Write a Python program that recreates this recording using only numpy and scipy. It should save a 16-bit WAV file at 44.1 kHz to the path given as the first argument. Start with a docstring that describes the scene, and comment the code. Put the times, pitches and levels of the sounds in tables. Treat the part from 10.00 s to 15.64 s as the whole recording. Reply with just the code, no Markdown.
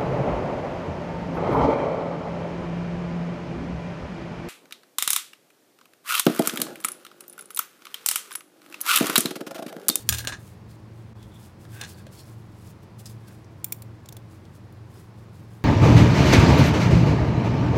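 """A steel instrument, set into a slotted steel tray by gloved hands, clinks, bounces and slides.
Each contact is a chattering burst that rings tray and instrument; the table under them thumps.
A clamp is drawn out over the slots, its ratchet clicked shut tooth by tooth, then eased open.
Gloves rustle, ventilation hums, and a faint flutter echo runs between table and ceiling."""
import sys
import numpy as np
from scipy import signal
from scipy.fft import rfft, irfft, next_fast_len
from scipy.io import wavfile
from scipy.ndimage import uniform_filter1d, map_coordinates

SR = 44100
rng = np.random.default_rng(int(sys.argv[2]) if len(sys.argv) > 2 else 0)


def int16_out(signal):
    """Quantize to a 16-bit WAV file."""
    q = np.round(np.clip(np.atleast_2d(signal).T, -1, 1) * 32767)
    wavfile.write(sys.argv[1], SR, q.astype(np.int16))


N = 248724
T = np.arange(N) / SR
HIT_T = np.arange(2 * (SR // 4)) / SR
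HIT_HZ = np.fft.rfftfreq(len(HIT_T), 1 / SR)

# crowded modes of the tray floor (frequency [Hz], gain [dB])
FLOOR_SPECTRUM = [(150, -11), (400, -12), (900, -11.5), (2400, -14), (5000, -15), (10000, -22),
                  (16000, -23)]


def tray_clinks():
    """An instrument lands and bounces; every contact sets the thin steel ringing."""
    # contacts (time [s], level [dB], low clank [dB], treble [dB], slide [dB], instrument [dB])
    clinks = [(.0905, -9.5, 0, 3, -14.5, 10.5), (.1252, -22, -2.5, -2, -5, -3),
              (0.139, -29.5, -2, 5, -7, -7), (0.1468, -28, 0.5, 3, -6, 1), (.1718, -36, -13, 6, -1.5, -8),
              (0.184, -27.5, -4, 2.5, -6, 2.5), (.191, -32.5, -3, -7, -6, -2),
              (.204, -34.5, -1, 5, -3.5, -10.5), (0.2424, -41.5, 11, -8, 1, -20),
              (0.249, -32, 5.5, 7, -33, -8), (0.2724, -21.5, 0, -6, -4.5, -5.5),
              (.2961, -36, 21, -29, -1, -20), (0.3226, -34, 6, -15, 4, -26),
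              (1.8126, -29, -6.5, -1.5, -29, -20), (1.825, -40, 17, -15, -1.5, -22),
              (1.8366, -34.5, -2, -8, -10, -22), (1.8478, -37, -5, -19, -7.5, -20)]
    # damped tray resonances (frequency [Hz], width [Hz], gain [dB])
    tray_peaks = [(1247, 90, -9), (1650, 97, 4), (2080, 90, -13), (2580, 110, -6.5), (2850, 97, -3),
                  (3634, 130, -3.5), (4122, 77, 0.5), (5430, 170, -7.5), (5960, 160, -8), (6400, 130, -7),
                  (7000, 70, -8), (7360, 66, -17), (8200, 240, -13), (8730, 130, -11), (9270, 130, -11.5),
                  (10030, 75, -6.5), (10900, 120, -14.5)]
    # resonances of the landing instrument (frequency [Hz], width [Hz], gain [dB])
    tool_peaks = [(2504, 95, -10), (3360, 200, -5), (4200, 120, -11.5), (4940, 480, -9), (5777, 87, -7),
                  (6000, 160, -6.5), (6830, 56, 2.5), (7200, 150, -2), (8460, 170, -4.5), (8800, 110, -9),
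                  (10400, 150, -11.5), (11425, 170, -5.5), (12050, 83, -4), (12370, 80, -10),
                  (14700, 100, -8), (15800, 80, -12.5)]
    # lasting ring of tray and instruments (frequency [Hz], level [dB], t60 [s])
    lasting_modes = [(1245, 4, .28), (1590, -5, .2), (1670, -4, .28), (1742, -5.5, .22), (2170, -4.5, .3),
                     (2812, -1, 0.13), (2976, -4.5, 0.2), (3495, -2.5, .28), (4165, -2, .28),
                     (5850, -2, .22), (6000, -3, .25), (6260, -2.5, .3), (6900, 4, .19), (7280, -3, .25),
                     (8640, 0, .42), (9600, -2, 0.21), (11320, -5.5, 0.17), (11900, -5.5, .25),
                     (12527, -9, .25)]
    # instrument still ringing in the hand (frequency [Hz], level [dB], t60 [s])
    held_modes = [(3784, -9.5, 0.22), (4480, -9.5, 0.42), (6800, -5, 0.13), (8565, -6.5, 0.16),
                  (12000, -2.5, 0.071), (12620, -15, 0.12), (14970, -5, 0.17)]
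    out = np.zeros(N)
    attack = 1 - np.exp(-HIT_T / 0.0015)
    add(out, 0, amp(-49) * ring(held_modes, hardness(0, 0), scatter_db=0) * attack)
    for time_s, level_db, low_db, treble_db, slide_db, tool_db in clinks:
        colour = hardness(low_db, treble_db)
        tray = resonances(strike_spot(tray_peaks, scatter_db=1), HIT_HZ)
        tray = np.hypot(tray, amp(log_interp(FLOOR_SPECTRUM, HIT_HZ)))
        # a blow on the tip rings the instrument, a broad one mostly the tray
        tool = amp(tool_db) * resonances(strike_spot(tool_peaks, scatter_db=1.5), HIT_HZ)
        clink = contact(colour * np.hypot(tray, tool), slide_db, chatter_s=0.0056, slide_t60_s=0.13)
        lasting = amp(-25.5) * ring(lasting_modes, colour, scatter_db=1)
        add(out, time_s, amp(level_db) * (clink + lasting))
    return out


def contact(gain, slide_db, chatter_s, slide_t60_s):
    """Steel chatters on steel for a few ms, then slides to rest."""
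    burst = rfft(rng.standard_normal(len(HIT_T)) * np.exp(-(HIT_T / chatter_s) ** 2))
    # partly whitened, so the resonances give most of the colour
    force = irfft(burst / minimum_phase(np.sqrt(np.abs(burst))))
    force *= np.exp(-(HIT_T / (2 * chatter_s)) ** 2)
    blow = irfft(rfft(force) * minimum_phase(gain))
    blow /= np.sqrt(uniform_filter1d(blow ** 2, size=SR // 500).max())  # loudest 2 ms at rms 1
    stick_slip = amp(1.6 * wobble(300)[:len(HIT_T)])
    friction = rng.standard_normal(len(HIT_T)) * stick_slip
    slide = unit_rms(irfft(rfft(friction) * gain))
    return blow + amp(slide_db) * slide * decay(slide_t60_s)


def ring(modes, gain, scatter_db):
    """Struck modes decay from random phases, starting near rms 1."""
    hz, level_db, t60_s = np.transpose(modes)
    sizes = amp(level_db + scatter_db * rng.standard_normal(len(hz))) * np.interp(hz, HIT_HZ, gain)
    phases = rng.uniform(0, 2 * np.pi, len(hz))
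    tones = sum(size * np.sin(2 * np.pi * mode_hz * HIT_T + phase) * decay(mode_t60_s)
                for size, mode_hz, phase, mode_t60_s in zip(sizes, hz, phases, t60_s))
    return np.sqrt(2) * tones / np.linalg.norm(sizes)


def hardness(low_db, treble_db):
    """Colour of one contact: hard tips are bright, broad contacts clank."""
    return amp(log_interp([(1700, low_db), (2600, 0), (7500, 0), (13000, treble_db)], HIT_HZ))


def strike_spot(peaks, scatter_db):
    """Each point of contact drives the resonances at new strengths."""
    return np.asarray(peaks) + np.outer(scatter_db * rng.standard_normal(len(peaks)), [0, 0, 1])


def ratchet():
    """Teeth snap past each other; the hand damps the clamp almost at once."""
    # tooth and hinge clicks (time [s], level [dB], low [dB], treble [dB], snap [Hz], ping [Hz], jaw [dB])
    teeth = [(3.6438, -20, 1, 1.5, 5530, 8450, 3.5), (3.7228, -21.5, 4.5, -2, 5570, 7290, 7),
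             (3.8212, -38, 7, -1.5, 4310, 11000, -6.5), (4.0581, -47, 8.5, -14, 5350, 6640, -6),
             (4.088, -37.5, -8, -5, 3550, 6750, -13), (4.125, -39, 3, -4, 5660, 6350, -18),
             (4.1673, -40.5, 4.5, -2.5, 3450, 9500, -13)]
    # resonances of the held clamp (frequency [Hz], width [Hz], gain [dB])
    jaw_peaks = [(2350, 143, -12), (3450, 240, -11), (4320, 150, -13), (5590, 200, -9.5),
                 (6420, 230, -10.5), (7280, 350, -4.5), (8430, 120, -3.5), (9270, 160, -5),
                 (9900, 220, -10), (10300, 310, -7.5), (11100, 230, -3), (12800, 200, -2), (14000, 104, 6),
                 (14200, 330, 0.5), (14400, 280, 1.5), (15200, 230, 0.5)]
    # bare snap of a tooth (frequency [Hz], gain [dB])
    snap_spectrum = [(200, -16.5), (900, -11.5), (1700, -19.5), (3500, -16), (8000, -14), (16000, -11.5)]
    out = np.zeros(N)
    for time_s, level_db, low_db, treble_db, snap_hz, ping_hz, jaw_db in teeth:
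        # arm tension, and so pitch, changes from tooth to tooth
        arms = resonances([(snap_hz, 300, -10), (ping_hz, 220, -12)], HIT_HZ)
        tooth = np.hypot(arms, amp(log_interp(snap_spectrum, HIT_HZ) - 7))
        jaws = amp(jaw_db) * resonances(strike_spot(jaw_peaks, scatter_db=1.5), HIT_HZ)
        gain = hardness(low_db, treble_db) * np.hypot(jaws, tooth)
        add(out, time_s, amp(level_db) * contact(gain, slide_db=-22, chatter_s=0.006, slide_t60_s=0.094))
    return out


def finger_ticks():
    """The clamp shifts in the fingers with small dull ticks."""
    # touches (time [s], level [dB], low [dB], treble [dB], pitch [Hz], slide [dB])
    touches = [(1.228, -53, 0, -5.5, 3300, -7), (1.6511, -49.5, 24.5, -7.5, 3550, -13),
               (2.067, -46.5, 14.5, -8, 3230, -9.5), (3.057, -45, -1, -3, 5050, 4),
               (3.4446, -57, -12, -13.5, 5550, -14.5), (4.4528, -57, -4, -14.5, 3340, -5.5),
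               (4.725, -56.5, 2.5, 7.5, 3530, -7.5)]
    out = np.zeros(N)
    for time_s, level_db, low_db, treble_db, pitch_hz, slide_db in touches:
        steel = resonances([(pitch_hz, 1000, 0), (9000, 9000, -8)], HIT_HZ)
        gain = hardness(low_db, treble_db) * steel
        add(out, time_s, amp(level_db) * contact(gain, slide_db, chatter_s=0.0049, slide_t60_s=0.11))
    return out


def table_thumps():
    """The tray thumps on the table with three low modes, then single dull knocks follow."""
    # thump modes (time [s], level [dB], frequency [Hz], t60 [s])
    thump_modes = [(0.097, -25, 77, 0.39), (0.099, -25.5, 113.7, 0.35), (.091, -34, 200, 0.14),
                   (.245, -37.5, 272, 0.083), (0.273, -42, 490, 0.024), (1.23, -39, 63, 0.31),
                   (2.068, -31.5, 560, 0.025)]
    out = np.zeros(N)
    for time_s, level_db, hz, t60_s in thump_modes:
        attack = 1 - np.exp(-HIT_T * hz)
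        add(out, time_s, amp(level_db) * attack * decay(t60_s) * np.sin(2 * np.pi * hz * HIT_T))
    return out


def slot_scrape():
    """A tip dragged over the slots catches and slips in tiny grains."""
    # tip strokes (peak time [s], level [dB], rise [s], fall [s])
    drags = [(1.765, -49.5, 0.033, 0.054), (1.83, -38, 0.03, 0.024), (2.0, -58, 0.058, 0.023),
             (3.3, -60, 0.046, 0.031)]
    # resonances of the slotted floor (frequency [Hz], width [Hz], gain [dB])
    slot_peaks = [(766, 560, -0.5), (1590, 110, 13), (2590, 150, 1.5), (3520, 250, 1), (6000, 280, -17),
                  (8350, 100, -15), (9000, 150, -18)]
    slips = rng.standard_normal(N) * amp(2.2 * wobble(400))
    floor = lambda hz: np.hypot(resonances(slot_peaks, hz), amp(log_interp(FLOOR_SPECTRUM, hz) - 9))
    return swells(drags) * unit_rms(filtered(slips, floor))


def arm_slides():
    """A thin arm slides along steel; gritty friction excites one resonance."""
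    # arm strokes (peak time [s], level [dB], rise [s], fall [s], pitch [Hz])
    strokes = [(1.235, -62.5, 0.054, 0.024, 3380), (1.36, -58, 0.033, .025, 3450),
               (1.91, -60, .03, 0.089, 4580), (2.19, -60.5, 0.032, 0.055, 4370),
               (2.21, -64.5, .06, 0.056, 5450), (3.07, -60, 0.0081, .016, 5000)]
    out = np.zeros(N)
    slips = rng.standard_normal(N) * amp(4.2 * wobble(300))
    for *stroke, pitch_hz in strokes:
        out += swells([stroke]) * unit_rms(resonate(slips, pitch_hz, width_hz=450))
    return out


def gloves():
    """Thin gloves rub on steel and on each other with a fine crinkle."""
    # first row: soft hiss fading with the opening steel ring; later rows: grip shifts
    # (peak time [s], level [dB], rise [s], fall [s])
    hiss_swells = [(.005, -46.5, 0.018, 0.02), (.075, -57, 0.012, 0.022), (.48, -58.5, 0.093, .06),
                   (.7, -58, .016, .055), (.99, -67, 0.044, .1), (1.22, -64.5, .06, 0.086),
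                   (1.44, -57, 0.092, .06), (1.615, -59.5, .014, 0.051), (1.745, -53, 0.036, 0.09),
                   (1.895, -45.5, 0.015, 0.032), (1.99, -54.5, .03, 0.023), (2.135, -52.5, 0.014, 0.042),
                   (2.195, -51, .025, 0.035), (2.27, -61, .05, 0.12), (2.69, -58, 0.12, 0.035),
                   (2.83, -61, 0.0093, 0.017), (2.998, -47.5, .008, 0.016), (3.085, -54, 0.035, 0.047),
                   (3.284, -52.5, 0.0095, .009), (3.33, -62.5, 0.11, .07), (4.33, -64, .03, .09),
                   (4.555, -61.5, 0.026, 0.029), (4.97, -58, 0.048, 0.069), (5.19, -62.5, 0.012, 0.037),
                   (5.355, -60.5, .022, .04), (5.54, -66.5, 0.14, 0.1)]
    # glove rustle (frequency [Hz], relative density [dB])
    rustle_spectrum = [(1200, -16.5), (2500, -2), (4500, -5.5), (7000, -0.5), (11000, -1), (15500, -6)]
    crinkle = unit_rms(noise(rustle_spectrum) * amp(2.1 * wobble(540) + 1.9 * wobble(45)))
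    # broad resonances of the rubbed steel, each swelling at random
    steel = sum(resonate(rng.standard_normal(N), hz, width_hz=900) * amp(2.9 * wobble(25))
                for hz in (3400, 4300, 5100))
    holding_db = -76
    return np.hypot(swells(hiss_swells), amp(holding_db)) * (crinkle + amp(-8.5) * unit_rms(steel))


def room(x):
    """Sound bounces between table and ceiling and leaves a short faint tail."""
    round_trip_s = 0.0208
    tail = decay(t60_s=0.33)
    response = amp(-21.5) * rng.standard_normal(len(HIT_T)) * tail / np.linalg.norm(tail)
    for trip in range(1, 4):
        add(response, trip * round_trip_s, np.array([amp(-22 - 5 * trip)]))
    return x + signal.fftconvolve(x, response)[:N]


def ventilation():
    """A slowly swelling hum and two weaker fan tones over duct rumble and air hiss."""
    # swell of the main hum (time [s], level [dB])
    hum_levels = [(0.3, -42.5), (0.49, -48), (1.28, -45), (1.55, -57), (1.74, -42.5), (2.16, -54),
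                  (2.35, -43), (2.92, -59), (2.98, -44.5), (3.24, -41.5), (3.48, -49.5), (4.03, -45.5),
                  (4.46, -57), (4.7, -42.5), (5.15, -52.5), (5.64, -44)]
    # weaker tones (frequency [Hz], level [dB], waver [dB], waver rate [Hz])
    fans = [(90.4, -55.5, -5.5, 5.4), (314.1, -67.5, 3, 40)]
    # duct rumble (frequency [Hz], relative density [dB])
    duct_spectrum = [(20, -20.5), (45, -13), (70, -6), (110, 0), (150, -1), (215, -3.5), (260, -15.5),
                     (500, -54)]
    # air hiss (frequency [Hz], relative density [dB])
    air_spectrum = [(130, -30.5), (220, -1), (259, -8.5), (315, -0.5), (511, -8.5), (549, -7.5),
                    (634, -10.5), (1090, -12), (1190, -15), (2430, -22), (3020, -26), (5080, -29),
                    (7530, -37.5), (11000, -44), (16000, -55)]
    hum_gain = amp(np.interp(T, *np.transpose(hum_levels)))
    hum = hum_gain * unit_rms(fan_tone(hz=113.2, waver_db=-9, rate_hz=11))
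    tones = sum(amp(db) * fan_tone(hz, waver_db, rate_hz) for hz, db, waver_db, rate_hz in fans)
    return hum + tones + amp(-48.5) * noise(duct_spectrum) + amp(-53) * noise(air_spectrum)


def fan_tone(hz, waver_db, rate_hz):
    """A steady tone that wavers in strength and phase."""
    in_phase = amp(waver_db) * unit_rms(wobble(rate_hz))
    quadrature = amp(waver_db) * unit_rms(wobble(rate_hz))
    phase = 2 * np.pi * hz * T
    return (np.sqrt(2) + in_phase) * np.sin(phase) + quadrature * np.cos(phase)


def amp(db):
    """Decibels to gain."""
    return 10 ** (np.asarray(db) / 20)


def unit_rms(x):
    """Scale to rms 1."""
    return x / np.sqrt(np.mean(x ** 2) + 1e-20)


def log_interp(points, hz):
    """Interpolate (frequency [Hz], value) points on a log frequency axis."""
    knots_hz, values = np.transpose(points)
    return np.interp(np.log(hz + 1), np.log(knots_hz + 1), values)


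def decay(t60_s):
    """Envelope falling 60 dB in t60_s."""
    return np.exp(-np.log(1000) * HIT_T / t60_s)


def swells(strokes):
    """Gain of strokes that each rise to a peak and fall away, summed in power."""
    shape = 1.25  # 1 = pointed, 2 = rounded
    power = np.zeros(N)
    for peak_s, level_db, rise_s, fall_s in strokes:
        away = np.maximum((peak_s - T) / rise_s, (T - peak_s) / fall_s)
        near = away < 10
        power[near] += (amp(level_db) * np.exp(-away[near] ** shape)) ** 2
    return np.sqrt(power)


def wobble(rate_hz):
    """Smooth random curve, rate_hz knots a second."""
    return map_coordinates(rng.standard_normal(int(N * rate_hz / SR) + 4), [T * rate_hz])


def filtered(x, gain):
    """Zero-phase filter with response gain(hz)."""
    size = next_fast_len(N + SR // 2)
    return irfft(rfft(x, size) * gain(np.fft.rfftfreq(size, 1 / SR)), size)[:N]


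def noise(spectrum):
    """Coloured noise of rms 1."""
    return unit_rms(filtered(rng.standard_normal(N), lambda hz: amp(log_interp(spectrum, hz))))


def resonances(peaks, hz):
    """Gain of (frequency [Hz], width [Hz], gain [dB]) resonances, summed in power."""
    responses = (amp(db) * hz * width_hz / (centre_hz ** 2 - hz ** 2 + 1j * hz * width_hz)
                 for centre_hz, width_hz, db in peaks)
    return np.sqrt(sum(np.abs(response) ** 2 for response in responses))


def resonate(x, centre_hz, width_hz):
    """Filter by the squared gain of one resonance."""
    return filtered(x, lambda hz: resonances([(centre_hz, width_hz, 0)], hz) ** 2)


def minimum_phase(gain):
    """Causal frequency response with this gain."""
    cepstrum = irfft(np.log(gain + 1e-6))
    half = len(cepstrum) // 2
    return np.exp(rfft(np.r_[cepstrum[0], 2 * cepstrum[1:half], np.zeros(half)]))


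def add(track, time_s, sound):
    """Mix a sound into the track at time_s."""
    part = track[max(round(time_s * SR), 0):][:len(sound)]
    part += sound[:len(part)]


def scene():
    """Steel handled on the table, in the humming room."""
    impacts = tray_clinks() + ratchet() + finger_ticks() + table_thumps()
    friction = slot_scrape() + arm_slides() + gloves()
    return (room(impacts + friction) + ventilation())[None]


def record(dry):
    """The level dips briefly once; the top treble is cut off steeply."""
    cutoff_hz, hz_per_db = 15900, 16
    dip = amp(np.interp(T, [1.132, 1.137, 1.144, 1.158], [0, -12, -9, 0]))
    lowpass = lambda hz: amp(-np.clip((hz - cutoff_hz) / hz_per_db, 0, 120))
    return filtered(dry[0] * dip, lowpass)[None]


dry = scene()
out = record(dry)
int16_out(out)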